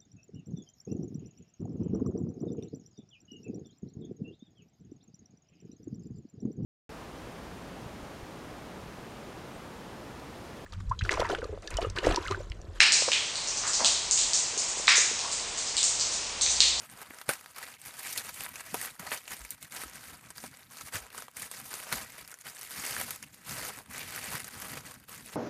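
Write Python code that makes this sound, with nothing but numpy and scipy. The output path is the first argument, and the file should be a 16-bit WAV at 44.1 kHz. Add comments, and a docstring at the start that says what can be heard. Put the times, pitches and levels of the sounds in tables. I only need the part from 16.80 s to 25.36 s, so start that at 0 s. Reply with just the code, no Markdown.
"""Thin gift wrap crackles as hands unwrap a small present on a table, close by.
Each crease in the paper buckles with a tiny snap, and thousands of snaps make a rustle.
Larger folds and tape give way with sharp cracks. In the bass, the loose sheet flaps
and the parcel bumps the table. A small room adds a short tail."""
import sys
import numpy as np
from scipy import signal
from scipy.io import wavfile
from scipy.ndimage import uniform_filter1d

SR = 44100
rng = np.random.default_rng(int(sys.argv[2]) if len(sys.argv) > 2 else 0)


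def transcribe(u):
    """Save the signal u as a 16-bit wav file named by the first command-line argument.

    u: samples, shape (n,) or (channels, n), limited to [-1, 1]; the rate is SR.
    q: integer samples, one column per channel.
    """
    v = np.clip(np.atleast_2d(u).T, -1, 1)
    q = np.round(v * 32767).astype(np.int16)
    wavfile.write(sys.argv[1], SR, q)


N = 377407
SPLIT_HZ, TOP_HZ = 3300, 15350  # flat panels of paper sound below the split, crisp creases above it


def gain(db):
    """Turns decibels into a number to multiply by."""
    return 10 ** (np.asarray(db) / 20)


def unit_level(x):
    """Scales a signal to an average (rms) level of 1."""
    return x / np.sqrt(np.mean(x ** 2) + 1e-20)


def curves(rows):
    """Joins rows of (time_s, values...) with straight lines, one curve per value."""
    time_s, *columns = np.transpose(rows)
    return [np.interp(np.arange(N) / SR, time_s, column) for column in columns]


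def drift(per_s):
    """A smooth random wobble of size 1 that changes about per_s times a second."""
    span = int(SR / per_s)
    return unit_level(uniform_filter1d(uniform_filter1d(rng.standard_normal(N), span), span))


def shape_tone(x, tone):
    """Filters x to follow rows of (pitch_hz, level_db), with no ringing ahead of a snap."""
    pitch_hz, level_db = np.transpose(tone)
    grid_hz = abs(np.fft.fftfreq(8192, 1 / SR))
    grid_db = np.interp(np.log(grid_hz + 1), np.log(pitch_hz + 1), level_db)
    spectrum = np.exp(np.conj(signal.hilbert(np.log(gain(grid_db)))))
    taps = np.fft.ifft(spectrum).real[:4096]
    return signal.oaconvolve(x, taps)[:len(x)]


def resonate(x, pitch_hz, width_hz):
    """Makes x ring at a steady or moving pitch; a narrower width rings longer."""
    turn = np.exp(2j * np.pi * np.cumsum(pitch_hz * np.ones(len(x))) / SR)
    feedback = np.exp(-np.pi * width_hz / SR)
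    return 2 * (turn * signal.lfilter([1 - feedback], [1, -feedback], x / turn)).real


def burst(noise, fade_s):
    """Noise that starts almost at once and drops 60 dB in fade_s."""
    t = np.arange(len(noise)) / SR
    return noise * (1 - np.exp(-t / 0.00048)) * gain(-60 * t / fade_s)


def room(x, fade_s=0.048):
    """A small room sends back many faint echoes that die away fast."""
    echoes = np.zeros(SR // 2)
    at = np.arange(120, SR // 2 - 20, 20)
    strengths = rng.choice([-1., 1.], len(at)) * gain(-60 * at / SR / fade_s)
    echoes[at + rng.integers(0, 20, len(at))] = strengths
    return signal.oaconvolve(x, echoes / np.linalg.norm(echoes))[:N]


# The parcel pushes on the table: start_s, level_db, pitch_hz
TABLE_BUMPS = [(0.304, -44, 290), (0.482, -37.5, 135), (1.929, -39.5, 196.4), (2.197, -42, 170),
               (2.6, -44, 51), (3.041, -49, 60.4), (3.057, -47, 295), (3.637, -43, 240), (4.145, -41, 96),
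               (4.2, -50, 55), (5.123, -39.5, 159), (5.15, -48, 65), (6.691, -44, 146), (6.774, -42, 121),
               (7.542, -38.5, 138), (7.971, -43, 131)]


def table_bumps(rise_cycles=0.77, length=13000):
    """Each soft push swells and dies within a few vibrations of the table top or parcel."""
    out, t = np.zeros(N + length), np.arange(length) / SR
    for start_s, level_db, pitch_hz in TABLE_BUMPS:
        age, at = t * pitch_hz / rise_cycles, round(start_s * SR)
        swell = age * np.exp(1 - age)
        out[at:at + length] += gain(level_db) * swell * np.sin(2 * np.pi * pitch_hz * t)
    return out[:N]


# How strongly the freed sheet flaps when the panels are at reference_db: time_s, level_db
FLAP_LEVELS = [(0, -60), (.35, -66), (1.5, -62.5), (2, -58.5), (2.4, -65), (2.65, -59), (3.7, -56.5),
               (4.3, -60.5), (5.1, -58.5), (5.5, -63), (6.8, -52.5), (7.4, -59), (8, -54), (8.56, -56)]
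# The deep tone of the flapping: pitch_hz, level_db
FLAP_TONE = [(25, -25), (49, -8), (141, -3), (188, -6.5), (244, -6), (330, -13), (430, -46)]


def sheet_flaps(panel_db, reference_db=-49.5, follow=0.6):
    """The moving sheet makes a lumpy low noise that rises and falls with the rustling."""
    lumps = gain(3.7 * drift(31))
    rumble = unit_level(shape_tone(lumps * rng.standard_normal(N), FLAP_TONE))
    movement_db = follow * (uniform_filter1d(panel_db, size=2000) - reference_db)
    return gain(curves(FLAP_LEVELS)[0] + movement_db) * rumble


# The tone of the paper and microphone together: pitch_hz, level_db
PAPER_TONE = [(190, -10.5), (330, -3), (626, -1.5), (1250, -2.5), (2080, -1.5), (3420, -7.5), (6820, -5.5),
              (7750, -6.5), (9100, -2.5), (12900, -6), (15200, -10)]


def paper_bands(x):
    """Gives x the tone of paper and splits it into low panel sound and high crisp sound."""
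    paper = shape_tone(x, PAPER_TONE)
    return [signal.sosfilt(signal.butter(4, SPLIT_HZ, kind, fs=SR, output="sos"), paper)
            for kind in ("low", "high")]


# Folds and tape that give way: start_s, crisp_peak_db, crease_hz, panel_peak_db, panel_hz
FOLD_CRACKS = [(0.216, -33, 11400.0, -35, 1120.0), (0.307, -51, 11500.0, -32, 1830),
               (0.414, -33.5, 3500.0, -33.5, 1540), (0.491, -14, 9100, -16.5, 1320),
               (0.535, -22.5, 6860, -34, 2640.0), (0.66, -37.5, 4500.0, -35.5, 1660.0),
               (0.828, -30, 4000, -34, 1900), (1.016, -31, 8550, -50, 2140.0),
               (1.194, -30.5, 9500, -48, 1500), (1.328, -24.5, 5600, -46, 2010.0),
               (1.361, -30, 8930, -30, 1900), (1.376, -16.5, 4280, -38, 2150.0),
               (1.448, -30, 7200.0, -38, 735.0), (1.607, -25, 8500.0, -28.5, 2600),
               (1.663, -44, 8700.0, -26.5, 1750), (1.757, -29, 6500.0, -32, 2600),
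               (1.943, -18.5, 11300, -21.5, 714), (2.014, -22, 9000, -29.5, 2000),
               (2.196, -31, 11100.0, -31.5, 1290.0), (2.317, -30, 11800.0, -22, 1990.0),
               (2.336, -26, 7000.0, -29, 2440.0), (2.478, -34, 8100.0, -33.5, 2630.0),
               (2.649, -30.5, 8950, -34.5, 2080.0), (2.706, -20, 13400, -53, 2650.0),
               (2.827, -27.5, 8500.0, -45, 2120.0), (2.922, -29, 7100.0, -36.5, 2050.0),
               (3.036, -27.5, 8900.0, -30.5, 1300.0), (3.157, -33, 8950, -38, 1700),
               (3.504, -30, 8400, -38.5, 895), (3.581, -28, 4700, -34.5, 1660),
               (3.639, -29, 6000.0, -31.5, 810), (3.97, -33, 4630, -43, 1660), (4.01, -29, 6500, -38, 1445),
               (4.083, -39, 5200.0, -45, 1500.0), (4.303, -40.5, 4400, -43, 2150),
               (4.347, -37, 4100.0, -34, 1110), (4.379, -27.5, 8650, -34.5, 1270),
               (4.422, -30.5, 5600.0, -33, 1070), (4.482, -43, 3500, -36.5, 1170),
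               (4.569, -25, 8420, -37.5, 2200.0), (4.621, -23, 9500.0, -44, 1080.0),
               (4.714, -24, 8400.0, -37, 965), (4.94, -24, 6700.0, -35.5, 1910.0),
               (5.126, -16, 3870, -18.5, 1440), (5.477, -33.5, 9200, -50.5, 1760),
               (5.515, -33, 8700.0, -48, 949), (5.541, -33, 6600.0, -40.5, 1400.0),
               (5.588, -41, 9600.0, -48, 2100.0), (5.611, -36.5, 7000, -55, 2000),
               (5.812, -28.5, 9500.0, -56, 2920.0), (5.908, -29, 13300, -42, 1520),
               (6.037, -33, 10100, -31.5, 2270), (6.165, -34, 9400.0, -26, 1740),
               (6.213, -21, 9000, -25, 1220), (6.307, -21, 11600, -32.5, 1950.0),
               (6.427, -29, 5600.0, -38.5, 1950), (6.694, -26, 5250, -34.5, 1400),
               (7.18, -28, 9100, -35, 2030), (7.361, -26, 11800, -32, 1600),
               (7.644, -26.5, 6900.0, -40.5, 1300), (7.82, -26, 6300, -38, 1660.0),
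               (7.972, -37, 8400.0, -33, 940)]


def fold_cracks(length=8000):
    """A sharp crack and smaller slips ring the crease and its panel; louder folds settle longer."""
    out = np.zeros(N + length)
    for start_s, crisp_peak_db, crease_hz, panel_peak_db, panel_hz in FOLD_CRACKS:
        noise = rng.standard_normal(length)
        settle_s = 0.1 * gain(0.3 * (crisp_peak_db + 4))
        panel, crisp = paper_bands(burst(noise, fade_s=0.0031) + 0.11 * burst(noise, settle_s))
        crisp = 0.47 * crisp + resonate(crisp, crease_hz, width_hz=1100)
        panel = 0.22 * panel + 0.2 * resonate(panel, panel_hz / 2, 500) + resonate(panel, panel_hz, 480)
        at = round(start_s * SR)
        out[at:at + length] += gain(crisp_peak_db) * crisp / abs(crisp).max()
        out[at:at + length] += gain(panel_peak_db) * panel / abs(panel).max()
    return out[:N]


# Each hand move sets the crisp level, the panel level relative to it, and the hollow ring of the
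# pocket under the fingers: hold_start_s, hold_s, first_db, last_db, panel_offset_db, pocket_hz
HAND_MOVES = [(0.0, 0.19, -54.5, -65.5, -1.5, 1340.0), (0.123, 0.11, -54.5, -50, 1, 1320),
              (0.27, 0.17, -55, -56.5, 0.5, 1600.0), (0.501, 0.012, -35.5, -36.5, -2, 1310),
              (0.655, 0.13, -63, -59.5, -1, 1650.0), (0.765, 0.18, -50.5, -54.5, 1, 1630),
              (0.991, 0.099, -59.5, -45, -3, 1530.0), (1.138, 0.14, -51, -43.5, -4.5, 1840),
              (1.272, 0.071, -41.5, -46.5, -5, 1840), (1.362, 0.04, -41.5, -40.5, -3.5, 1840.0),
              (1.458, 0.044, -43.5, -45.5, -4, 1270), (1.537, 0.12, -47, -42.5, -3.5, 1930),
              (1.68, 0.13, -55.5, -47.5, 0.5, 1670), (1.856, 0.1, -50, -49.5, -2, 1500),
              (1.95, 0.11, -46, -39.5, -3.5, 1520), (2.199, 0.09, -50.5, -48.5, 3.5, 840),
              (2.285, 0.066, -48, -39, 0, 2310), (2.486, 0.053, -44, -41.5, -3.5, 1940.0),
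              (2.594, 0.15, -53.5, -56, -4.5, 1890), (2.818, 0.023, -50.5, -55.5, -4, 1900.0),
              (2.86, 0.5, -66, -58, 0, 1530.0), (2.923, 0.12, -46.5, -43.5, -3, 1590),
              (3.12, 0.19, -54.5, -50, -2.5, 1380), (3.437, 0.015, -57.5, -54.5, 2.5, 1580.0),
              (3.51, 0.01, -57.5, -54.5, 2.5, 1450.0), (3.564, 0.099, -52, -46.5, -4.5, 1350.0),
              (3.699, 0.21, -62, -66.5, -0.5, 1470), (3.922, 0.16, -53, -49.5, -5, 1450),
              (4.141, 0.026, -37.5, -37.5, 0, 1270), (4.331, 0.071, -53, -45.5, -3.5, 1300),
              (4.566, 0.1, -47.5, -45.5, -3.5, 1300), (4.723, 0.17, -47, -50, -4.5, 1410),
              (4.907, 0.2, -44.5, -48, -4, 1220), (5.125, 0.11, -36, -48, -1.5, 1580.0),
              (5.269, 0.16, -55.5, -52, -1.5, 1890), (5.491, 0.031, -64, -56, -1, 1500),
              (5.601, 0.012, -55, -58.5, -7, 2110.0), (5.658, 0.029, -46.5, -42, -3, 1670),
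              (5.74, 0.19, -55.5, -49, -6, 1700), (5.914, 0.29, -43.5, -38, -3, 1580),
              (6.162, 0.2, -45, -45.5, -5.5, 1600.0), (6.4, 0.046, -58.5, -54.5, -0.5, 1850.0),
              (6.526, 0.091, -55.5, -65, -5.5, 1932), (6.667, 0.23, -45, -41.5, -3, 1500),
              (6.926, 0.09, -50, -56, -0.5, 1910), (7.105, 0.11, -50.5, -42.5, 0.5, 1854),
              (7.235, 0.19, -48, -45, -1, 1760), (7.36, 0.58, -68, -45, -2.0, 1760.0),
              (7.422, 0.15, -46, -41.5, -1.5, 1780), (7.933, 0.052, -49.5, -46.5, -0.5, 1230),
              (8.054, 0.14, -48.5, -60.5, -2, 1620), (8.286, 0.14, -50, -56, -2, 1850),
              (8.451, 0.29, -50.5, -66, -2.5, 1720.0)]
RISE_DB_PER_S, FALL_DB_PER_S, SWELL_DB_PER_S = 750, 169, 7
LET_GO_DB, LET_GO_S = 5, 0.006  # first quick drop when the fingers stop
REST_CRISP_DB, REST_PANEL_DB, REST_POCKET_HZ = -65.5, -66.5, 1600  # paper creeping between moves


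def hand_moves():
    """Each move rises, holds and falls; returns curves of crisp_db, panel_db and pocket_hz."""
    t = np.arange(0, N + 64, 64) / SR
    start_s, hold_s, first_db, last_db, panel_offset_db, pocket_hz = np.transpose(HAND_MOVES)[:, :, None]
    progress = np.clip((t - start_s) / hold_s, 0, 1)
    swell_db = SWELL_DB_PER_S * hold_s * np.sin(np.pi * progress)  # longer moves swell more midway
    held_db = first_db + (last_db - first_db) * progress + swell_db
    before_s, after_s = np.maximum(start_s - t, 0), np.maximum(t - start_s - hold_s, 0)
    fall_db = FALL_DB_PER_S * after_s + LET_GO_DB * (1 - np.exp(-after_s / LET_GO_S))
    crisp_power = gain(held_db - RISE_DB_PER_S * before_s - fall_db) ** 2
    panel_power = crisp_power * gain(panel_offset_db) ** 2
    rest_power = gain(REST_PANEL_DB) ** 2
    crisp_total = crisp_power.sum(0) + gain(REST_CRISP_DB) ** 2
    panel_total = panel_power.sum(0) + rest_power
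    # Louder moves count for more in the pitch of the pocket.
    ring_hz = ((panel_power * pocket_hz).sum(0) + rest_power * REST_POCKET_HZ) / panel_total
    return curves(np.transpose([t, 10 * np.log10(crisp_total), 10 * np.log10(panel_total), ring_hz]))


def crease_snaps(effort, spread_db=4, pitch_count=40):
    """Each buckling crease is a short burst with its own ring; most are small, a few are big."""
    snaps_per_s = 800 + 3300 * effort  # harder work buckles more creases at once
    sizes = gain(spread_db * np.minimum(rng.exponential(1, N), 4.5))
    kicks = sizes * (rng.random(N) < snaps_per_s / SR) / np.sqrt(snaps_per_s)
    pitch_choice, out = rng.integers(0, pitch_count, N), np.zeros(N)
    for k, pitch_hz in enumerate(np.geomspace(500, 14500, pitch_count)):
        snap = burst(rng.standard_normal(800), fade_s=rng.uniform(0.0039, 0.0094) + 9 / pitch_hz)
        width_hz = pitch_hz * rng.uniform(0.034, 0.21)  # some patches of paper ring, some are dull
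        snap = unit_level(resonate(snap, pitch_hz, width_hz) + 0.15 * snap) * np.sqrt(pitch_hz)
        out += signal.oaconvolve(kicks * (pitch_choice == k), snap)[:N]
    return unit_level(out)


def paper_rustle(crisp_db, panel_db, pocket_hz):
    """Creases snap in clumps while layers of paper slide over each other with a hiss."""
    effort = np.clip((crisp_db + 62) / 22, 0, 1)
    snaps = crease_snaps(effort)
    hiss = gain(-4) * rng.standard_normal(N)
    clumps = gain(2.5 * (1 - 0.5 * effort) * drift(90))
    panel, crisp = paper_bands((snaps + hiss) * clumps)
    fold_hz = np.clip(7000 * gain(3.04 * drift(27.5)), SPLIT_HZ, TOP_HZ)  # the working fold changes size
    crisp = 1.4 * crisp + resonate(crisp, fold_hz, width_hz=760)
    opening = (gain(np.linspace(-8.5, 7.5, N)) - 1) / 2  # thin at first, fuller as the sheet opens out
    body = opening * resonate(panel, 450, width_hz=250)
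    pocket = resonate(panel, pocket_hz * gain(1.83 * drift(30)), width_hz=990)
    panel = 0.75 * (panel + body) + pocket
    panel *= gain(1.43 * drift(50))  # panels pop in clumps of their own
    return gain(crisp_db) * unit_level(crisp) + gain(panel_db) * unit_level(panel)


def scene():
    """Rustling, cracking paper in the room, over the low sounds of sheet and table."""
    crisp_db, panel_db, pocket_hz = hand_moves()
    paper = paper_rustle(crisp_db, panel_db, pocket_hz) + fold_cracks()
    return (paper + gain(-13) * room(paper) + sheet_flaps(panel_db) + table_bumps())[None]


def record(dry):
    """The microphone drops the deepest bass, then the highest treble is cut off."""
    heard = signal.sosfilt(signal.butter(3, 44, "high", fs=SR, output="sos"), dry)
    treble_cut = signal.firwin(511, TOP_HZ, window=("kaiser", 9), fs=SR)
    return signal.oaconvolve(heard, treble_cut[None], "same")


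dry = scene()
out = record(dry)
transcribe(out)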